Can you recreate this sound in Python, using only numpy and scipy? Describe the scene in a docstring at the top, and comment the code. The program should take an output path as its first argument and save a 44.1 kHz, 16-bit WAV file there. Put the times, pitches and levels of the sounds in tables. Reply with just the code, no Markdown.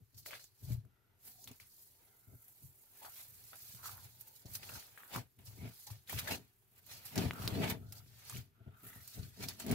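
"""Two hands knead sticky slime with foam beads in a glass dish on a wooden table, close to a stereo microphone.
Tiny films tear in a bright fizz: random clicks with dense echoes, shaped by each squeeze.
Wet slips squelch, air pockets and the glass dish ring (noise and slips through drifting resonances),
and bubbles pop (short sine snaps with cracks).
Each push rocks and drags the dish, so slips ring the table modes; a faint steady noise lies beneath."""
import sys
import numpy as np
from scipy import signal
from scipy.fft import rfft, irfft, next_fast_len
from scipy.io import wavfile
from scipy.ndimage import uniform_filter1d

SR = 44100
rng = np.random.default_rng(int(sys.argv[2]) if len(sys.argv) > 2 else 0)


def pcm_store(signal):
    """Save signal as 16-bit PCM."""
    levels = np.round(np.clip(np.atleast_2d(signal), -1, 1) * 32767)
    wavfile.write(sys.argv[1], SR, levels.astype(np.int16).T)


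N = 429534  # samples

# bursting bubbles: (time [s], snap peak [dB], pitch [Hz], snap length [cycles, at least 0.4 used],
# wide crack against snap [dB], burst t60 [s], left-right [dB])
BURSTS = [(0.178, -48, 13800, 1.8, -3, 0.027, -10), (0.261, -38, 1950, 0.42, -11, 0.051, 4),
          (0.308, -42, 2300, 1.8, 0, 0.035, 3), (0.333, -36, 1690, 0.73, -17, 0.04, 6),
          (0.339, -40, 2180, 1.5, -12, 0.04, 7), (0.351, -48, 2280, 2.7, -12, 0.035, 3),
          (0.395, -53, 1600, 1.5, -12, 0.02, 4), (0.441, -44, 7200, 2, 1.5, 0.038, -4),
          (0.85, -67, 1410, 1.6, 6, 0.041, 2), (1.442, -41, 6650, 3.3, -5, 0.034, 3),
          (1.475, -38, 3660, 0.91, -1.5, 0.053, -1), (1.514, -49, 6880, 1.1, 6, 0.035, -4),
          (1.6, -50, 2220, 4, 1, 0.053, 11), (2.482, -42.5, 12400, 2.6, -15, 0.041, -3),
          (3.048, -44, 1300, 0.85, -15, 0.2, 7), (3.44, -51, 5550, 2, -6, 0.027, -2),
          (3.556, -43, 11500, 1, -4, 0.03, -7), (3.532, -47.5, 1390, 2.4, -19, 0.14, 2),
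          (3.748, -37, 12300, 0.36, -12, 0.023, -4), (3.831, -52, 1350, 1.7, -15, 0.06, -1),
          (3.857, -40.5, 1250, 2.9, -4, 0.089, -1), (3.893, -44, 1250, 2.5, -8, 0.042, -3),
          (3.972, -42, 12000, 4, -17, 0.038, -9), (3.979, -48, 1250, 0.81, -8, 0.04, 0),
          (4.21, -39, 12200, 3.9, -16, 0.038, -11), (4.457, -48, 6300, 0.88, -8, 0.041, -4),
          (4.536, -43, 11600, 2, -9, 0.038, -9), (4.552, -31.5, 6060, 0.6, 5, 0.037, 2),
          (4.631, -52, 2800, 2, -6, 0.03, 1), (4.697, -44.5, 1100, 0.71, -15, 0.03, 8),
          (4.719, -51, 1300, 1.8, -12, 0.04, 1), (4.754, -47, 1460, 1.8, -12, 0.05, 3),
          (4.826, -54, 1700, 1.5, -6, 0.03, 1), (4.692, -45, 2660, 4.4, 9.5, 0.048, -2),
          (4.976, -42.5, 1650, 1.2, -15, 0.066, 5), (5.034, -45, 1580, 0.91, -8, 0.026, 7),
          (5.078, -44, 13400, 1.6, -2, 0.027, 0.0), (5.16, -31.5, 1300, 1, 2.5, 0.033, -4),
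          (5.389, -51, 12500, 0.81, -13, 0.041, -2.0), (5.868, -42, 8070, 1.2, -4, 0.028, 6),
          (5.903, -50.5, 980, 1.5, 2, 0.03, 2), (6.075, -47, 3770, 2.1, -16, 0.11, -1),
          (6.095, -45, 1870, 5.3, 12.5, 0.045, 7), (6.124, -35, 13600, 1.6, -8, 0.043, -16),
          (6.129, -39.5, 877, 0.87, -6, 0.044, 9), (6.188, -41, 3140, 1.7, 10, 0.054, -7),
          (6.275, -34.5, 1770, 0.63, -11, 0.035, 16), (6.309, -49, 2560, 2, 0, 0.035, -5),
          (6.864, -44.5, 13900, 1.6, -7, 0.049, -9), (7.053, -37, 11800, 2, -4, 0.097, -4),
          (7.157, -40.5, 2520, 1.5, 11, 0.029, 0), (7.178, -22, 5340, 0.48, -6, 0.048, 0),
          (7.309, -22, 2000, 0.46, -20, 0.017, 0), (7.333, -45.5, 1310, 1.9, 7, 0.035, -5),
          (7.419, -43, 1330, 1.6, 1, 0.033, -4), (7.477, -19, 4300, 0.75, -6, 0.031, -1),
          (7.699, -29, 13000, 2.3, -1.5, 0.073, -2), (7.923, -44.5, 5180, 5, 11, 0.042, -2),
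          (8.251, -48, 10800, 2.3, -13, 0.028, -14), (8.297, -30.5, 8000, 1, -11, 0.03, -2),
          (8.298, -49.5, 1180, 2.2, -20, 0.044, 3), (8.325, -49, 1150, 2.5, -20, 0.03, 1),
          (8.347, -47, 2770, 4, -20, 0.03, 3), (8.363, -41.5, 3000, 2, -20, 0.022, 5),
          (8.369, -46.5, 2270, 4, -20, 0.04, 5), (8.833, -43.5, 11800, 2.3, -16, 0.038, 0),
          (8.867, -54, 1800, 3, -12, 0.05, 0), (8.93, -49, 1900, 3.3, -12, 0.035, -2),
          (9.005, -59, 2050, 2.8, -12, 0.04, 0), (9.076, -40, 13300, 2.2, 4, 0.035, -3),
          (9.231, -46, 4550, 1.8, -10, 0.072, -4), (9.424, -43, 2360, 1.5, -14, 0.028, 4),
          (9.486, -27.5, 5100, 1.7, -0.5, 0.049, -1), (9.599, -34.5, 8050, 1.4, 1, 0.051, 0),
          (9.664, -46, 2000, 1.8, 14.5, 0.031, -2), (9.712, -36.5, 2200, 2.4, 11, 0.048, -0.5)]
# fingers squeeze or peel the slime: (peak time [s], rise [s], fall [s], fizz [dB], dull tearing [dB],
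# squelch [dB], deep squelch [dB], left-right [dB])
SQUEEZE_EVENTS = [(0.146, 0.0049, 0.03, -74, -65.5, -78, -89, 9),
                  (0.181, 0.032, 0.077, -57, -58, -79, -82, 0),
                  (0.262, 0.011, 0.16, -49.5, -51.5, -70, -64, -1),
                  (0.335, 0.05, 0.068, -67, -57, -48.5, -57, 5),
                  (0.436, 0.26, 0.066, -66, -60, -81, -96, 1),
                  (0.655, 0.11, 0.037, -57.5, -65.5, -85, -83, -1),
                  (0.724, 0.11, 0.063, -53.5, -58.5, -64.5, -67, -0.5),
                  (1.275, 0.063, 0.12, -48.5, -62, -69, -75.5, -1.5),
                  (1.447, 0.11, 0.039, -54.5, -58, -83, -74, -1),
                  (1.474, 0.0081, 0.11, -60.0, -61, -62.5, -68.5, 2.0),
                  (1.6, 0.0089, 0.11, -85.0, -64, -67, -80, 2.0),
                  (1.83, 0.23, 0.11, -57, -67.5, -82, -83.0, 1),
                  (2.488, 0.29, 0.092, -59, -77, -80, -85.0, 0),
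                  (2.672, 0.26, 0.046, -55, -72.5, -80, -98, -3),
                  (3.055, 0.11, 0.046, -52, -59.5, -61, -62.5, 1),
                  (3.213, 0.28, 0.071, -49, -60.5, -63.5, -71.5, -2),
                  (3.532, 0.009, 0.051, -84.0, -89, -59.5, -60, 0.0),
                  (3.856, 0.041, 0.13, -44, -49, -54, -69, -3),
                  (4.048, 0.067, 0.039, -56, -59.5, -68.5, -71, -4),
                  (4.211, 0.023, 0.032, -47.5, -62, -70, -76, -4),
                  (4.279, 0.056, 0.085, -57, -69, -73.5, -75.5, -2),
                  (4.368, 0.085, 0.079, -55.5, -67.5, -77.5, -79, -3),
                  (4.458, 0.006, 0.066, -92, -63, -70.0, -66, -1.0),
                  (4.559, 0.061, 0.028, -39.5, -51, -59, -68.5, -4),
                  (4.63, 0.008, 0.085, -62, -53.5, -63, -68, 0),
                  (4.75, 0.29, 0.18, -51.5, -52, -57.5, -60.5, -1),
                  (4.978, 0.007, 0.047, -62, -80, -63, -74, 3), (5.037, 0.31, 0.2, -57, -77, -66, -72, -2),
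                  (5.154, 0.042, 0.056, -44.0, -44, -44.5, -43, 0.5),
                  (5.389, 0.009, 0.21, -67, -83, -70.5, -75, -1.0),
                  (5.458, 0.022, 0.32, -58.5, -62, -74, -71.5, -1),
                  (5.651, 0.14, 0.15, -81, -64, -61.5, -65, 3), (5.8, 0.008, 0.1, -56, -66, -90, -90, -4),
                  (5.87, 0.013, 0.061, -61, -54, -64, -66.5, 2.0),
                  (5.903, 0.013, 0.099, -65, -57, -61.5, -66, 2.0),
                  (6.096, 0.025, 0.25, -46.5, -50.5, -50.5, -61, -1.5),
                  (6.195, 0.061, 0.032, -41.5, -43, -43.5, -55.5, -1.5),
                  (6.278, 0.01, 0.051, -54, -47, -52, -55, -4),
                  (6.313, 0.066, 0.06, -44.5, -45, -42, -44.5, 1),
                  (6.355, 0.16, 0.03, -61, -47.5, -52, -50, 0),
                  (6.793, 0.076, 0.018, -58.5, -74, -69.5, -79, -2),
                  (6.919, 0.071, 0.17, -56, -52.5, -57, -64.5, -2.0),
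                  (7.055, 0.046, 0.19, -52, -57.5, -58.5, -68, -2),
                  (7.158, 0.0052, 0.06, -64, -47, -58, -46, -2),
                  (7.182, 0.047, 0.16, -56, -47.5, -43.5, -44.5, -4),
                  (7.421, 0.071, 0.22, -53, -52.5, -55, -50.5, -1.5),
                  (7.642, 0.056, 0.032, -63, -47.5, -43, -50, 0),
                  (7.7, 0.024, 0.031, -45, -41, -55, -62, 0), (7.712, 0.37, 0.049, -73, -51, -44, -46.5, 1),
                  (7.924, 0.0096, 0.24, -61, -68.5, -73, -74, 0.0),
                  (7.98, 0.12, 0.044, -68, -57.5, -74, -71, -4),
                  (8.196, 0.019, 0.027, -63, -81, -65.5, -99, 0.0),
                  (8.297, 0.032, 0.075, -51, -56, -62, -69, 0),
                  (8.367, 0.28, 0.078, -54.5, -53, -57, -65, -1),
                  (8.862, 0.087, 0.37, -50, -71, -63.5, -71, -0.5),
                  (9.085, 0.23, 0.19, -69.5, -58.5, -78, -81.5, -0.5),
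                  (9.148, 0.082, 0.3, -56.5, -59.5, -66.5, -81, -1),
                  (9.237, 0.038, 0.041, -90, -60, -61, -80, 0.0),
                  (9.442, 0.065, 0.046, -53, -44.5, -50, -54.5, -2),
                  (9.484, 0.013, 0.073, -68, -46.5, -53.5, -62, -9),
                  (9.599, 0.022, 0.077, -52.5, -49.5, -56.5, -57, -3),
                  (9.665, 0.0061, 0.033, -62, -57, -64, -65, 0),
                  (9.723, 0.089, 0.047, -64, -47.5, -43.5, -48, 2)]
# slime creeps and crackles between squeezes:
# (time [s], fizz [dB], dull tearing [dB], squelch [dB], deep squelch [dB])
CREEP_LEVELS = [(0.0, -77, -100.0, -100.0, -100.0), (1.16, -97, -100.0, -85.5, -84),
                (1.6, -62.5, -75, -100.0, -99.0), (2.03, -65.5, -79, -80, -78.5),
                (2.41, -67, -88, -91, -84.5), (3.72, -52.5, -61, -69.0, -78),
                (3.93, -59, -67.5, -72.5, -76.5), (5.32, -78, -88, -100.0, -100.0),
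                (5.82, -55.5, -64.0, -74.5, -81), (6.19, -81, -100.0, -100.0, -99.0),
                (7.46, -57.5, -78, -73, -71), (8.45, -87, -94, -90.5, -101),
                (8.71, -106, -100.0, -77, -77.5), (9.74, -62, -60, -70.5, -100.0)]


def gain_of(db):
    """Decibels to an amplitude factor."""
    return 10 ** (np.asarray(db) / 20)


def power_of(db):
    """Decibels to a power factor."""
    return gain_of(2 * np.asarray(db))


def evened(x):
    """Scales to rms 1."""
    return x / np.sqrt(np.mean(x ** 2) + 1e-20)


def smooth_noise(size):
    """Slow random curve of rms 1: white noise through two moving averages of size samples."""
    once = uniform_filter1d(rng.standard_normal(N), size=size)
    return evened(uniform_filter1d(once, size=size))


def coloured(x, points):
    """Filters x by a response through (frequency [Hz], level [dB]) points, then scales to rms 1."""
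    size = next_fast_len(x.shape[-1])
    point_hz, point_db = np.transpose(points)
    hz = np.fft.rfftfreq(size, 1 / SR)
    response_db = np.interp(np.log(hz + 1), np.log(point_hz + 1), point_db)
    filtered = irfft(rfft(x, size) * gain_of(response_db), size)
    return evened(filtered[..., :x.shape[-1]])


def resonate(x, hz, width_hz):
    """Shifts the curve hz down to zero, smooths, and shifts back: a resonance of gain 1."""
    turn = np.exp(2j * np.pi * np.cumsum(hz * np.ones(x.shape[-1])) / SR)
    r = np.exp(-np.pi * width_hz / SR)
    smooth = signal.lfilter([1 - r], [1, -r], x / turn + 1e-18)
    return 2 * (turn * smooth).real


def rung(x, modes):
    """Rings fixed (frequency [Hz], width [Hz], level [dB]) modes below SR / 16, at rms 1."""
    size = next_fast_len(N + SR)
    low = rfft(x, size)[:, :size // 16]
    hz = np.arange(low.shape[1]) * SR / size
    body = np.zeros(len(hz), complex)
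    for k, (mode_hz, width_hz, db) in enumerate(modes):
        offset = (hz - mode_hz) / width_hz
        body += (-1) ** k * gain_of(db) / (1 + 2j * offset) / (1 + .7j * offset)
    return evened(irfft(low * body, size)[:, :N])


def sides(pan_db):
    """Left and right gains for a left-right difference, fixed or one value a sample."""
    half_db = np.atleast_1d(pan_db) / 2
    return gain_of(np.array([half_db, -half_db]))


def clicks(per_s, spread_db, clump_db):
    """Random clicks at rms 1, a few large; the sizes swell in short clumps."""
    clumps = smooth_noise(350)
    size_db = spread_db * np.minimum(rng.exponential(1, N), 4) + clump_db * clumps
    signs = rng.choice([-1, 1], N)
    return evened(gain_of(size_db) * signs * (rng.random(N) < per_s / SR))


def dish(x, t60_s, echo_db, shimmer):
    """Clicks reach the left side 5 samples earlier and trail dense echoes off glass and table."""
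    r = gain_of(-120 / (t60_s * SR))
    energy = signal.lfilter([1 - r], [1, -r], x ** 2)
    direct = np.array([x, np.roll(x, 5)])
    return direct + gain_of(echo_db) * np.sqrt(energy) * shimmer


def swells(events, between):
    """Layer powers: each event swells to its peak and dies away, above a slow background."""
    swell_db = 20  # climb over one rise time, drop over one fall time
    rounding = 0.02  # share of rise or fall over which the top is rounded
    t = np.arange(0, N / SR, 1 / 500)
    columns = np.transpose(events)
    peak_s, rise_s, fall_s = columns[:3, :, None]
    away = np.where(t < peak_s, (peak_s - t) / rise_s, (t - peak_s) / fall_s)
    shape = power_of(-swell_db * (np.hypot(away, rounding) - rounding))
    slow_s, *slow_db = np.transpose(between)
    slow = power_of([np.interp(t, slow_s, db) for db in slow_db])
    peaks = power_of(columns[3:3 + len(slow)])
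    first_layer_events = shape * peaks[0][:, None]
    return t, first_layer_events, peaks @ shape + slow


def levels(t, power):
    """Power curves as dB, one value a sample."""
    return [np.interp(np.arange(N) / SR, t, 10 * np.log10(p)) for p in power]


def table():
    """Uneven slips of the dish ring the table modes; each side hears them a little differently."""
    # dish rocks or drags: (peak time [s], rise [s], fall [s], boom [dB], scrape [dB])
    push_events = [(0.006, 0.16, 0.049, -58, -71.5), (0.136, 0.017, 0.24, -61.5, -77),
                   (0.625, 0.027, 0.21, -49, -66), (0.702, 0.04, 0.093, -32.5, -54.5),
                   (0.85, 0.011, 0.059, -70, -67.5), (1.254, 0.032, 0.13, -63.5, -74),
                   (1.506, 0.096, 0.044, -57.5, -61.5), (1.605, 0.016, 0.055, -70.5, -93),
                   (2.27, 0.017, 0.1, -66, -73), (2.333, 0.053, 0.041, -50, -59.5),
                   (2.627, 0.021, 0.087, -53.5, -70.5), (3.322, 0.14, 0.15, -63, -88),
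                   (3.685, 0.018, 0.065, -62.5, -76), (3.737, 0.013, 0.082, -59.5, -68.5),
                   (3.953, 0.21, 0.28, -58, -93), (4.361, 0.21, 0.017, -74, -92.0),
                   (4.449, 0.0065, 0.041, -56, -59), (4.489, 0.022, 0.3, -55, -67.5),
                   (4.765, 0.22, 0.051, -55, -66), (5.165, 0.037, 0.057, -41.5, -46),
                   (5.395, 0.027, 0.062, -55, -63), (5.466, 0.021, 0.19, -54.5, -84),
                   (5.651, 0.099, 0.054, -42, -47.5), (5.905, 0.036, 0.078, -45, -71),
                   (6.134, 0.043, 0.2, -42, -53), (6.307, 0.019, 0.092, -46, -44),
                   (6.978, 0.25, 0.13, -61.5, -72), (7.176, 0.038, 0.15, -37.5, -33),
                   (7.239, 0.024, 0.092, -36.5, -42), (7.395, 0.012, 0.61, -39.5, -61),
                   (7.577, 0.074, 0.16, -39.5, -36.5), (7.619, 0.26, 0.16, -47.5, -36.0),
                   (8.189, 0.28, 0.048, -70.5, -90), (8.353, 0.054, 0.1, -44.5, -57.5),
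                   (8.601, 0.032, 0.1, -62, -66.5), (8.663, 0.011, 0.1, -53, -59.5),
                   (8.833, 0.026, 0.18, -60, -62), (8.958, 0.012, 0.11, -54.5, -66),
                   (9.181, 0.036, 0.13, -40, -52.5), (9.399, 0.036, 0.21, -47, -50.5),
                   (9.695, 0.066, 0.37, -40, -35)]
    # hands lean on the dish between pushes: (time [s], boom [dB], scrape [dB])
    lean_levels = [(0, -80, -106.5), (1.25, -78, -85.5), (2.8, -81, -87), (3.41, -72.5, -81),
                   (4.9, -80, -85), (6.7, -79, -90), (7.5, -55, -81), (7.95, -81, -77), (9.74, -71, -90)]
    # lowest table modes: (frequency [Hz], width [Hz], level [dB])
    boom_modes = [(73.6, 87, -8.5), (102.7, 44, 3.5), (124, 40.7, 0)]
    # higher modes of the scrape: (frequency [Hz], width [Hz], level [dB])
    scrape_modes = [(174.5, 54, 2.5), (260, 60, 1), (400, 63, -4), (461, 58, -8.5), (662, 88, -8)]
    t, _, power = swells(push_events, lean_levels)
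    boom_db, scrape_db = levels(t, power)
    # a sudden push also knocks the dish once on the wood
    knock_db, sudden_s = 24.5, 0.053  # size over the slips, rise scale above which knocks fade
    peak_s, rise_s = np.transpose(push_events)[:2]
    knocks = np.zeros(N)
    knocks[(peak_s * SR).astype(int)] = gain_of(knock_db) * np.exp(-(rise_s / sudden_s) ** 2)
    out = np.zeros((2, N))
    # modes, level [dB], noise of each side's own, left lag [s], left-right [dB]
    layers = ((boom_modes, boom_db, .25, .0009, 4.5), (scrape_modes, scrape_db, .55, .0003, 2.2))
    for modes, level_db, own, lag_s, pan_db in layers:
        slips = clicks(450, 2.2, clump_db=1.3) + knocks + own * rng.standard_normal((2, N))
        overall = np.sqrt(np.mean(power_of(level_db)))
        ring = rung(slips * gain_of(level_db), modes) * overall
        # the wave in the wood reaches the left side later
        ring[0] = np.pad(ring[0], (round(SR * lag_s), 0))[:N]
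        out += ring * sides(pan_db)
    return signal.sosfilt(signal.butter(2, 62, "high", fs=SR, output="sos"), out)


def patchy(patch_db):
    """Noise for both sides with random, briefly louder narrow bands."""
    a, b, c, d, patches = rng.standard_normal((5, 513, N // 512 + 4))
    patches = uniform_filter1d(patches, size=3, axis=1)
    patches = evened(uniform_filter1d(patches, size=2, axis=0))
    spectra = np.array([a + 1j * b, c + 1j * d]) * gain_of(patch_db * patches)
    noise = signal.istft(spectra, window="cosine", nperseg=1024, noverlap=512)[1]
    return evened(noise[:, :N])


def fizz(shimmer):
    """Small films tear brightly, large ones duller; squeezes shift the side by their share of power."""
    # small-film spectrum: (frequency [Hz], level [dB])
    bright_points = [(3000, -45), (7000, -5.5), (9000, -5.5), (11000, 1), (13500, 5), (15200, -0.5),
                     (16500, 5)]
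    # large-film spectrum: (frequency [Hz], level [dB])
    dull_points = [(1200, -66.5), (2800, -12.5), (4200, 8.5), (6500, 4), (8500, -2), (12000, -0.5)]
    creep_pan_db = -2
    t, each, power = swells(SQUEEZE_EVENTS, CREEP_LEVELS)
    bright_db, dull_db = levels(t, power[:2])
    aside_db = (np.transpose(SQUEEZE_EVENTS)[-1] - creep_pan_db) @ each / power[0]
    pan_db = creep_pan_db + np.interp(np.arange(N) / SR, t, aside_db)
    small = dish(clicks(5400, 1.0, clump_db=1.9), 0.011, echo_db=11.0, shimmer=shimmer)
    large = dish(clicks(3500, 3.2, clump_db=2.0), 0.067, echo_db=7.5, shimmer=shimmer)
    small = coloured(small, bright_points) * gain_of(bright_db)
    large = coloured(large, dull_points) * gain_of(dull_db)
    return (small + large) * sides(pan_db)


def squelch(shimmer):
    """Wet slips of the slime, thin and deep, and the tones of air pockets and glass dish."""
    # thin squelch spectrum: (frequency [Hz], level [dB])
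    wet_points = [(500, -70), (1200, 0), (2500, 1.5), (3500, -2.5), (6000, -27)]
    # deep squelch spectrum: (frequency [Hz], level [dB])
    deep_points = [(200, -3), (500, 5.5), (950, 7), (1400, -32.5), (2500, -37)]
    # air pockets, and glass-dish tones near 2300 Hz, that ring as slime slides or the dish drags:
    # (start [s], length [s], pitch [Hz], width [Hz], level [dB])
    ringing_tones = [(0.254, 0.11, 600, 199, -61.5), (0.825, 0.4, 1390, 260, -86.5),
                     (0.866, 0.36, 1990, 200, -92), (1.265, 0.19, 752, 80, -76.5),
                     (2, 0.48, 1400, 300, -83), (2.002, 0.5, 2110, 250, -87.5),
                     (3.01, 0.091, 830, 300, -58), (3.761, 0.26, 1180, 876, -65.5),
                     (3.829, 0.082, 1200, 795, -57.5), (3.878, 0.14, 870, 300, -67.5),
                     (4.155, 0.19, 880, 199, -80), (4.444, 0.049, 550, 300, -73),
                     (4.671, 0.12, 1430, 400, -61.5), (4.975, 0.15, 1280, 704, -68),
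                     (5.141, 0.048, 1100, 400, -47.5), (5.568, 0.125, 2260, 300, -67),
                     (5.861, 0.052, 854, 245, -63), (6.27, 0.022, 1800, 400, -42.5),
                     (6.294, 0.065, 840, 503, -61), (6.304, 0.05, 2650, 500, -47),
                     (7.324, 0.22, 1330, 500, -56), (7.601, 0.15, 2310, 300, -54),
                     (7.791, 0.27, 1400, 300, -75.5), (8.501, 0.33, 1370, 320, -79.5),
                     (8.699, 0.36, 1330, 330, -71), (8.858, 0.19, 1900, 320, -68.5),
                     (9.408, 0.057, 2340, 300, -59)]
    deep_pan_db = 4
    wander = 0.018  # rms share by which each tone's pitch drifts
    t, _, power = swells(SQUEEZE_EVENTS, CREEP_LEVELS)
    wet_db, deep_db = levels(t, power[2:])
    slips = evened(dish(clicks(2500, 3.0, clump_db=1.5), 0.067, echo_db=6.5, shimmer=shimmer))
    thin = gain_of(wet_db) * coloured(slips, wet_points)
    deep = gain_of(deep_db) * coloured(slips, deep_points) * sides(deep_pan_db)
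    out = thin + deep
    drift = 1 + wander * smooth_noise(1500)
    for start_s, length_s, hz, width_hz, ring_db in ringing_tones:
        at = slice(round(start_s * SR), round((start_s + length_s) * SR))
        # a smooth slide (noise) and the slips together excite each tone
        drive = slips[:, at] + 1.03 * rng.standard_normal(slips[:, at].shape)
        pitch_hz = hz * drift[at]
        ring = evened(resonate(resonate(drive, pitch_hz, width_hz), pitch_hz, width_hz))
        out[:, at] += gain_of(ring_db) * ring * signal.windows.tukey(ring.shape[1], .35)
    return out


def stretch(hush_db, lead_s):
    """A film stretches quietly just before it bursts, so the slime's level dips ahead of each pop."""
    t, burst_s = np.arange(N) / SR, np.sort(np.transpose(BURSTS)[0])
    wait_s = np.append(burst_s, np.inf)[np.searchsorted(burst_s, t)] - t
    return gain_of(hush_db * np.exp(-wait_s / lead_s))


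def air():
    """Faint steady noise of room and microphone, low rumble to hiss, partly shared by both sides."""
    # relative spectrum: (frequency [Hz], level [dB per Hz])
    air_points = [(18, -44), (30, -1), (109, -3.5), (227, -26.5), (394, -5.5), (526, -28.5), (889, -22),
                  (1430, -20), (3220, -24), (8740, -29.5), (13700, -18.5), (16500, -52)]
    noise = rng.standard_normal((3, N))
    return gain_of(-78.5) * coloured(noise[:2] + 0.75 * noise[2], air_points)


def pops():
    """A bursting bubble: a snap of a few cycles at its pitch, its echoes in the dish, and a wide crack."""
    out, t = np.zeros((2, N + 3000)), np.arange(3000) / SR
    cracks = rng.standard_normal((len(BURSTS), 2, len(t)))
    for (start_s, db, hz, cycles, crack_db, t60_s, pan_db), crack in zip(BURSTS, cracks):
        fall = gain_of(-60 * t / t60_s) * (1 - np.exp(-t / 0.00081))
        cycles = max(cycles, .4)
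        snap = np.sin(2 * np.pi * hz * t) * np.exp(-t * hz / cycles) * (1 - np.exp(-t * hz / 0.25))
        snap = snap / abs(snap).max()
        narrow = resonate(crack, hz, 0.27 * hz / cycles)
        echoes = 0.23 * evened(resonate(narrow, hz, 0.6 * hz / cycles)) * fall
        wide = 0.43 * gain_of(crack_db) * signal.lfilter([1, -.7], 1, crack) * fall
        at = round(start_s * SR)
        out[:, at:at + len(t)] += gain_of(db) * sides(pan_db) * (snap + echoes + wide)
    return out[:, :N]


def scene():
    """All sources at the microphone."""
    shimmer = patchy(patch_db=3.3)
    hush = stretch(hush_db=-4.5, lead_s=.01)
    slime = (fizz(shimmer) + squelch(shimmer)) * hush
    return table() + slime + air() + pops()


def record(dry):
    """Band limit: linear-phase low-pass."""
    edge_hz = 15750
    lowpass = signal.firwin(511, edge_hz, window=("kaiser", 9), fs=SR)
    return signal.oaconvolve(dry, lowpass[None], "same")


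dry = scene()
out = record(dry)
pcm_store(out)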